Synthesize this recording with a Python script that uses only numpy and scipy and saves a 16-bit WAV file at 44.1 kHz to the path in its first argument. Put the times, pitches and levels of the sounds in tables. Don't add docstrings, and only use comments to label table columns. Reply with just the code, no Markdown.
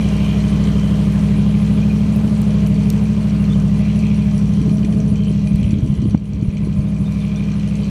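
import sys
import numpy as np
from scipy import signal
from scipy.io import wavfile
from scipy.ndimage import uniform_filter1d

SR = 44100
rng = np.random.default_rng(int(sys.argv[2]) if len(sys.argv) > 2 else 0)


def master(y):
    cut = np.clip(np.atleast_2d(y).T, -1, 1)
    pcm = np.round(cut * 32767)
    wavfile.write(sys.argv[1], SR, pcm.astype(np.int16))


def decibels_to_gain(level_db):
    exponent = np.asarray(level_db, float) / 20
    return 10 ** exponent


N = 348369


def rms_one(x):
    return x / np.sqrt(np.mean(x ** 2) + 1e-20)


def in_time(rows):
    s, *columns = np.transpose(rows)
    return [np.interp(np.arange(N) / SR, s, c) for c in columns]


def band(x, low_hz, high_hz, order=2):
    edges = [low_hz, min(high_hz, .45 * SR)]
    return signal.sosfilt(signal.butter(order, edges, "band", fs=SR, output="sos"), x)


def drift(rate):
    r = np.exp(-80 * np.pi * rate / SR)
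    slow = signal.lfilter([1], [1, -2 * r, r * r], rng.standard_normal(N // 40 + 2002))[2000:]
    return np.interp(np.arange(N) / 40, np.arange(len(slow)), rms_one(slow))


def resonance(x, hz, width_hz):
    r = np.exp(-np.pi * width_hz / SR)
    poles = [1, -2 * r * np.cos(2 * np.pi * hz / SR), r * r]
    return signal.lfilter(np.array([1, 0, -1]) * (1 - r * r) / 2, poles, x + 1e-18)


def clicks(seconds, sizes):
    at = np.round(np.asarray(seconds) * SR).astype(int)
    inside = (at >= 0) & (at < N)
    return np.bincount(at[inside], np.asarray(sizes)[inside], N)


# [t/s, speed/cycles per s]
SPEED = [(0.0, 12.653), (0.65, 12.752), (0.95, 12.599), (1.95, 12.97), (2.25, 13.215), (2.7, 12.565),
         (3.1, 13.123), (3.6, 12.512), (4.0, 13.052), (4.5, 12.64), (4.9, 13.049), (5.4, 12.569),
         (5.7, 12.939), (6.2, 12.647), (6.5, 12.752), (7.05, 12.584), (7.35, 12.678), (7.9, 12.699)]
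START_CYCLES = .041


def moments(cycles):
    turned = START_CYCLES + np.cumsum(in_time(SPEED)[0]) / SR
    early = np.minimum(cycles - turned[0], 0) / SPEED[0][1]
    late = np.maximum(cycles - turned[-1], 0)
    return np.interp(cycles, turned, np.arange(N) / SR) + early + late


# [blow level/dB, extra pipe delay/ms]
CYLINDERS = [(-5.5, -2.5), (-9.5, -6), (-8.5, -3), (-6, -2), (-13, 1.5), (-3.5, -2.5), (-4, -2),
             (-12.5, -6)]


def firings(uneven_db, jitter_ms):
    level_db, delay_ms = np.tile(CYLINDERS, (102, 1)).T
    chance = rng.standard_normal((len(level_db), 2))
    late_s = (delay_ms + jitter_ms * chance[:, 0]) / 1000
    when = moments(np.arange(len(level_db)) / 8) + late_s
    return clicks(when, decibels_to_gain(level_db + uneven_db * chance[:, 1]))


# [f/Hz, width/Hz, level/dB]
PIPE = [(63.84, 8.4, -49.5), (117.7, 16.7, -50.5), (141.5, 34.7, -55.5)]
MUFFLER_HZ, MUFFLER_Q = 219.4, 4.4


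def exhaust(blows):
    lead = round(2 * SR / 12.75)
    blows = np.r_[blows[:lead], blows]
    out = 0
    for k, (hz, width, db) in enumerate(PIPE):
        out = out + (-1) ** k * decibels_to_gain(db) * resonance(blows, hz, width)
    w = 2 * np.pi * MUFFLER_HZ
    chamber = signal.bilinear([w * w], [1, w / MUFFLER_Q, w * w], SR)
    return rms_one(signal.lfilter(*chamber, signal.lfilter(*chamber, out))[lead:])


def shaken(blows, modes, decay_ms, steady, tonal, wander_db):
    r = np.exp(-1000 / (decay_ms * SR))
    puffs = steady + rms_one(signal.lfilter([1], [1, -r], blows))
    drive = rms_one(puffs * rng.standard_normal(N)) + tonal * rms_one(blows)
    out = 0
    for k, (hz, width, db) in enumerate(modes):
        rung = resonance(resonance(drive, hz, width), hz, 2 * width)
        out = out + (-1) ** k * decibels_to_gain(db + wander_db * drift(2.77)) * rung / np.sqrt(width)
    return rms_one(out)


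# [f/Hz, width/Hz, level/dB]
BODY = [(239.4, 23, -2), (277.6, 40, 1.5), (359, 98, -9), (428.8, 30, 1), (520.5, 67, -9.5),
        (620.3, 41, -6), (785, 180, -24), (1031, 46, -14), (1211, 77, -17.5)]
BODY_DB = -29
BODY_SHADED = 0.72


def body(blows, bay_db):
    shake = shaken(blows, BODY, decay_ms=9.0, steady=1.5, tonal=1.7, wander_db=1.6)
    return decibels_to_gain(BODY_DB + BODY_SHADED * bay_db) * shake


# [f/Hz, width/Hz, level/dB]
BLOCK = [(1972, 100, -7), (2403, 380, 2), (2814, 120, -5), (3126, 340, -0.5), (4110, 530, -8),
         (5650, 940, -9)]
BLOCK_DB = -40.5


def block(blows, bay_db, rattle_db):
    shake = shaken(blows, BLOCK, decay_ms=3.0, steady=1.2, tonal=.01, wander_db=2.5)
    return decibels_to_gain(BLOCK_DB + bay_db + rattle_db) * shake


# [f/Hz, level/dB per Hz]
HISS = [(700, 2), (1020, -1.5), (1720, -6.5), (2400, -8), (3790, -12), (5740, -16), (9400, -19.5),
        (15600, -39.5)]
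FAN_DB = -36.5


def fan(bay_db, patchy_db):
    hz_points, db_points = np.transpose(HISS)
    edges = 600 * 2 ** np.arange(0, 5.1, .5)
    white = rng.standard_normal((2, N))
    out = 0
    for k, (low, high) in enumerate(zip(edges, edges[1:])):
        db = np.interp(np.log(low * high) / 2, np.log(hz_points), db_points)
        out = out + decibels_to_gain(db + patchy_db * drift(13.0)) * band(white[k % 2], low, high)
    return decibels_to_gain(FAN_DB + bay_db) * rms_one(out)


# [crank angle/firing slots, level/dB]
VALVES = [(1.15, -1.5), (2.3, -7), (3.349, -9.5), (4.201, -17), (5.201, -20), (6.1, -18), (7.25, -9.5)]
# [f/Hz, level/dB, t60/s]
VALVE_RING = [(2420, 1, .025), (3050, -1, .018), (4150, -5, .02), (4550, -6, .02), (5750, -2, .013),
              (6300, -4, .012), (7300, -6, .008), (7900, -9, .009), (8300, -9, .008), (9200, -11, .007)]
# [t/s, level/dB]
TAPPETS = [(0, -32), (1.5, -41.5), (2.6, -36.5), (3.7, -36), (4.7, -35), (5.8, -35), (6.7, -40.5),
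           (7.2, -38.5), (7.9, -33.5)]


def valves(uneven_db):
    slot, level_db = np.transpose(VALVES)
    when = moments((np.arange(102)[:, None] + slot / 8).ravel())
    whole_db = np.tile(level_db, 102) + .6 * uneven_db * rng.standard_normal(len(when))
    out = 0
    for hz, db, t60 in VALVE_RING:
        strikes = clicks(when, decibels_to_gain(whole_db + db + uneven_db * rng.standard_normal(len(when))))
        rattle = signal.lfilter([1], [1, -.995], strikes + 1e-18) * rng.standard_normal(N)
        r, w = decibels_to_gain(-60 / (t60 * SR)), 2 * np.pi * hz / SR
        out = out + 0.087 * signal.lfilter([0, np.sin(w)], [1, -2 * r * np.cos(w), r * r], rattle)
    return decibels_to_gain(in_time(TAPPETS)[0]) * band(out, 1800, 13000)


# [t/s, exhaust level/dB, open engine bay level/dB, rattle over bumps level/dB]
TRUCK = [(0, -15, -1, 2), (1, -13.5, -2.5, -0.5), (1.5, -12.5, -4, -1.5), (1.9, -13.5, -3.5, -1),
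         (2.3, -15, -3.5, -6.5), (2.7, -12, -4.5, 1), (3.2, -15.5, -5.5, -1.5), (3.6, -11.5, -5.5, -0.5),
         (3.85, -14, -6.5, 4.5), (4.3, -13.5, -6.5, 1), (4.9, -14.5, -7.5, -4.5), (5.2, -14.5, -10, 2),
         (5.6, -14.5, -10.5, 6.5), (5.9, -18.5, -12.5, 3), (6.5, -20.5, -13.5, 1.5), (7, -16, -10, -4.5),
         (7.2, -17, -9, 4), (7.9, -17, -8.5, 3.5)]
LOW_CUT_HZ = 48
BOOM_SHARE, BOOM_FADE_S = 0.56, 1.0


def truck(blows):
    exhaust_db, bay_db, rattle_db = in_time(TRUCK)
    pipe = band(exhaust(blows), LOW_CUT_HZ, 4000)
    near = np.exp(-(np.arange(N) / SR / BOOM_FADE_S) ** 2)
    boom = BOOM_SHARE * near * resonance(pipe, PIPE[0][0], 20)
    out = decibels_to_gain(exhaust_db) * (pipe + boom)
    out += body(blows, bay_db) + block(blows, bay_db, rattle_db)
    return out + fan(bay_db, patchy_db=1.5) + valves(uneven_db=3.5)


# [from t/s, to t/s, f/Hz, level/dB]
BUZZES = [(1.25, 1.547, 292, -34.5), (2.1, 2.5, 287, -36.5), (1.45, 3.7, 625, -45), (3.5, 4.6, 620, -44),
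          (4.6, 5.2, 633, -43), (-.1, .6, 2360, -46), (-.1, 1.1, 3060, -47), (3.8, 4.9, 5800, -58),
          (.45, .95, 284, -36), (3.75, 4.2, 2610, -51), (4.45, 5.45, 428.6, -38), (5.138, 5.324, 3070, -46),
          (3.25, 3.6, 280, -38), (7.033, 7.62, 2390, -48), (7.71, 7.9, 3070, -55)]
PANEL_Q = 17


def panels(blows):
    out, t = 0, np.arange(N) / SR
    for start, end, hz, db in BUZZES:
        touch = np.clip(np.minimum(t - start, end - t) / (0.19 * (end - start)), 0, 1)
        mode = [(hz, hz / PANEL_Q, 0)]
        buzz = shaken(blows, mode, decay_ms=3.0, steady=.8, tonal=.3, wander_db=0)
        out = out + decibels_to_gain(db) * touch * buzz
    return out


def eddy(width_ms):
    t = np.arange(-600, 600) / SR * 1000 / width_ms
    return (1 - t * t - .2 * t * (t * t - 3)) * np.exp(-t * t / 2)


# [t/s, level/dB]
GUST = [(0, -38.5), (.15, -29), (2, -33), (4.1, -37), (4.4, -27.5), (5.1, -23.5), (5.4, -29.5),
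        (5.65, -17.5), (6.1, -19.5), (6.25, -30), (6.45, -23.5), (7.1, -28.5), (7.3, -41), (7.9, -30)]
# [t/s, peak level/dB, width/ms, push 1 or suck -1]
THUMPS = [(4.4441, -14, 1.5, 1), (4.5361, -14, 1.5, -1), (4.6151, -5.5, 1.4, 1), (4.6812, -10, 1.1, -1),
          (4.7151, -9.5, 1.4, 1), (4.8488, -11, 1.25, 1), (4.9796, -15, 1.2, -1), (5.3097, -16.5, 0.85, -1),
          (5.5502, -8, 2.1, 1), (5.6219, -10, 1.65, -1), (5.6513, -8, 2.2, -1), (5.6834, -14, 1.8, 1),
          (5.7334, -5, 1.36, 1), (5.7903, -12, 1.4, 1), (5.8325, -7, 1.9, 1), (5.9039, -9, 2.1, 1),
          (5.8625, -15.5, 1.2, 1), (6.0259, -11, 1.3, 1), (6.0591, -11, 1.05, 1), (6.1162, -18, 2.1, -1),
          (6.3496, -14.5, 2, 1), (6.4284, -5.5, 1.47, -1), (6.4872, -8, 2.6, -1), (6.6738, -15.5, 0.93, 1),
          (6.7398, -15, 2.2, -1), (6.7922, -6, 2.14, -1)]
# [t/s, peak level/dB, width/ms, push 1 or suck -1]
SLAP = (6.1485, -.8, 1.35, 1)
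SLAP_FRONT = (6.1479, -24, .2, 1)


def wind():
    rumble = rms_one(band(band(rng.standard_normal(N), 50, 197), 40, 330))
    out = decibels_to_gain(in_time(GUST)[0] - 2.0 + 3.6 * drift(16.0)) * rumble
    for s, db, width_ms, push in [*THUMPS, SLAP, SLAP_FRONT]:
        at = round(s * SR) - 600
        out[at:at + 1200] += np.sign(push) * decibels_to_gain(db + 2.0) * eddy(width_ms)
    return out


CHIRP_SPREAD_DB, CHIRP_SPREAD_HZ = 1.0, 35


def cricket(bouts, gap_s, length, wing_hz, strokes_per_s):
    out, t = np.zeros(N + SR), np.arange(round(length * SR)) / SR
    swell = np.abs(np.sin(np.pi * t / t[-1])) ** .45
    for first, last, db in bouts:
        for s in np.linspace(first, last, round((last - first) / gap_s) + 1):
            louder, higher = rng.standard_normal(size=2)
            hz = wing_hz + CHIRP_SPREAD_HZ * higher
            strokes = np.maximum(np.sin(2 * np.pi * (strokes_per_s * t + rng.random())) + 0.96, 0)
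            scrape = rms_one(resonance(rng.standard_normal(4000)[:len(t)], hz, 350))
            wing = .6 * scrape + np.sin(2 * np.pi * hz * t)
            at = max(round((s - length / 2) * SR), 0)
            out[at:][:len(t)] += decibels_to_gain(db + CHIRP_SPREAD_DB * louder) * swell * strokes * wing
    return out[:N]


# [first chirp t/s, last chirp t/s, level/dB]
SLOW_BOUTS = [
    (.115, .645, -63),
    (.865, 1.765, -57.5),
    (1.965, 3.215, -56.5),
    (3.415, 5.675, -55.5),
    (5.895, 7.765, -59),
]
FAST_BOUTS = [
    (.02, .62, -56),
    (1.14, 1.74, -56.5),
    (2.18, 2.53, -60),
    (3.76, 3.97, -60),
    (4.38, 5.1, -56),
    (5.48, 6.09, -57),
    (6.54, 7.25, -59.5),
    (7.69, 7.81, -58),
]


def crickets():
    slow = cricket(SLOW_BOUTS, gap_s=.184, length=.068, wing_hz=9660, strokes_per_s=138)
    fast = cricket(FAST_BOUTS, gap_s=.12, length=.046, wing_hz=9930, strokes_per_s=145)
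    return slow + fast


# [t/s, peak level/dB, f/Hz]
SNAPS = [(1.1228, -38, 12000), (2.162, -29.5, 12000), (2.4159, -31, 12000), (2.419, -28.5, 11700),
         (2.672, -29.5, 11400), (2.902, -22, 8100), (2.903, -20, 6200), (2.903, -23, 10600),
         (2.9265, -33.5, 12200), (5.5588, -30.5, 10400), (7.1217, -38, 12000)]


def snaps():
    out = np.zeros(N)
    for s, db, hz in SNAPS:
        burst = rng.standard_normal(300) * np.exp(-np.arange(300) / 9.0)
        burst = band(burst, .55 * hz, 1.2 * hz)
        out[round(s * SR):][:300] += decibels_to_gain(db + 4.0) * burst / np.abs(burst).max()
    return out


# [t/s, length/s, from f/Hz, to f/Hz, level/dB]
BIRD = [
    (1.812, 0.036, 2440, 2560, -35),
    (1.891, 0.036, 2450, 2430, -34),
    (3.495, 0.024, 3500, 3400, -39),
    (3.518, 0.022, 3460, 3830, -36.5),
    (3.537, .022, 3190, 2930, -40),
    (3.88, .04, 2900, 2700, -41),
    (6.86, .035, 3600, 3850, -51),
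    (7.053, 0.037, 3550, 3850, -44),
    (7.2, 0.035, 3500, 3570, -43),
    (7.353, 0.038, 3480, 3780, -42),
]


def bird():
    out = np.zeros(N)
    for s, length, from_hz, to_hz, db in BIRD:
        part = np.linspace(0, 1, round(length * SR))
        waver = uniform_filter1d(rng.standard_normal(len(part)), size=90)
        pitch = from_hz + (to_hz - from_hz) * part ** 2 + 600 * waver
        whistle = np.sin(np.pi * part) * np.sin(2 * np.pi * np.cumsum(pitch) / SR)
        out[round(s * SR):][:len(part)] += decibels_to_gain(db) * whistle
    return out


def scene():
    blows = firings(uneven_db=.45, jitter_ms=.05)
    return (truck(blows) + panels(blows) + wind() + crickets() + snaps() + bird())[None]


def low_pass(x):
    return signal.sosfilt(signal.butter(12, 15820, fs=SR, output="sos"), x)


WHINE_HZ, WHINE_DB = 11793, -70.5
LIMIT_DB, RELEASE_DB_S = -3.5, 18.5


def record(dry):
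    ramp = RELEASE_DB_S * np.arange(N) / SR
    over_db = np.maximum(20 * np.log10(np.abs(dry[0]) + 1e-9) - LIMIT_DB, 0)
    held_db = np.maximum.accumulate(over_db + ramp) - ramp
    r = np.exp(-1 / (0.015 * SR))
    duck_db = signal.lfilter([1 - r], [1, -r], held_db)
    whine = decibels_to_gain(WHINE_DB - 5) * np.sin(2 * np.pi * WHINE_HZ * np.arange(N) / SR + 1.2 * drift(3))
    ducked = (dry + whine) * decibels_to_gain(-duck_db)
    top_cut = signal.cheby2(12, 70, 16700, fs=SR, output="sos")
    mix = signal.sosfilt(top_cut, np.clip(ducked, -1, 1))
    return low_pass(mix)


dry = scene()
out = record(dry)
master(out)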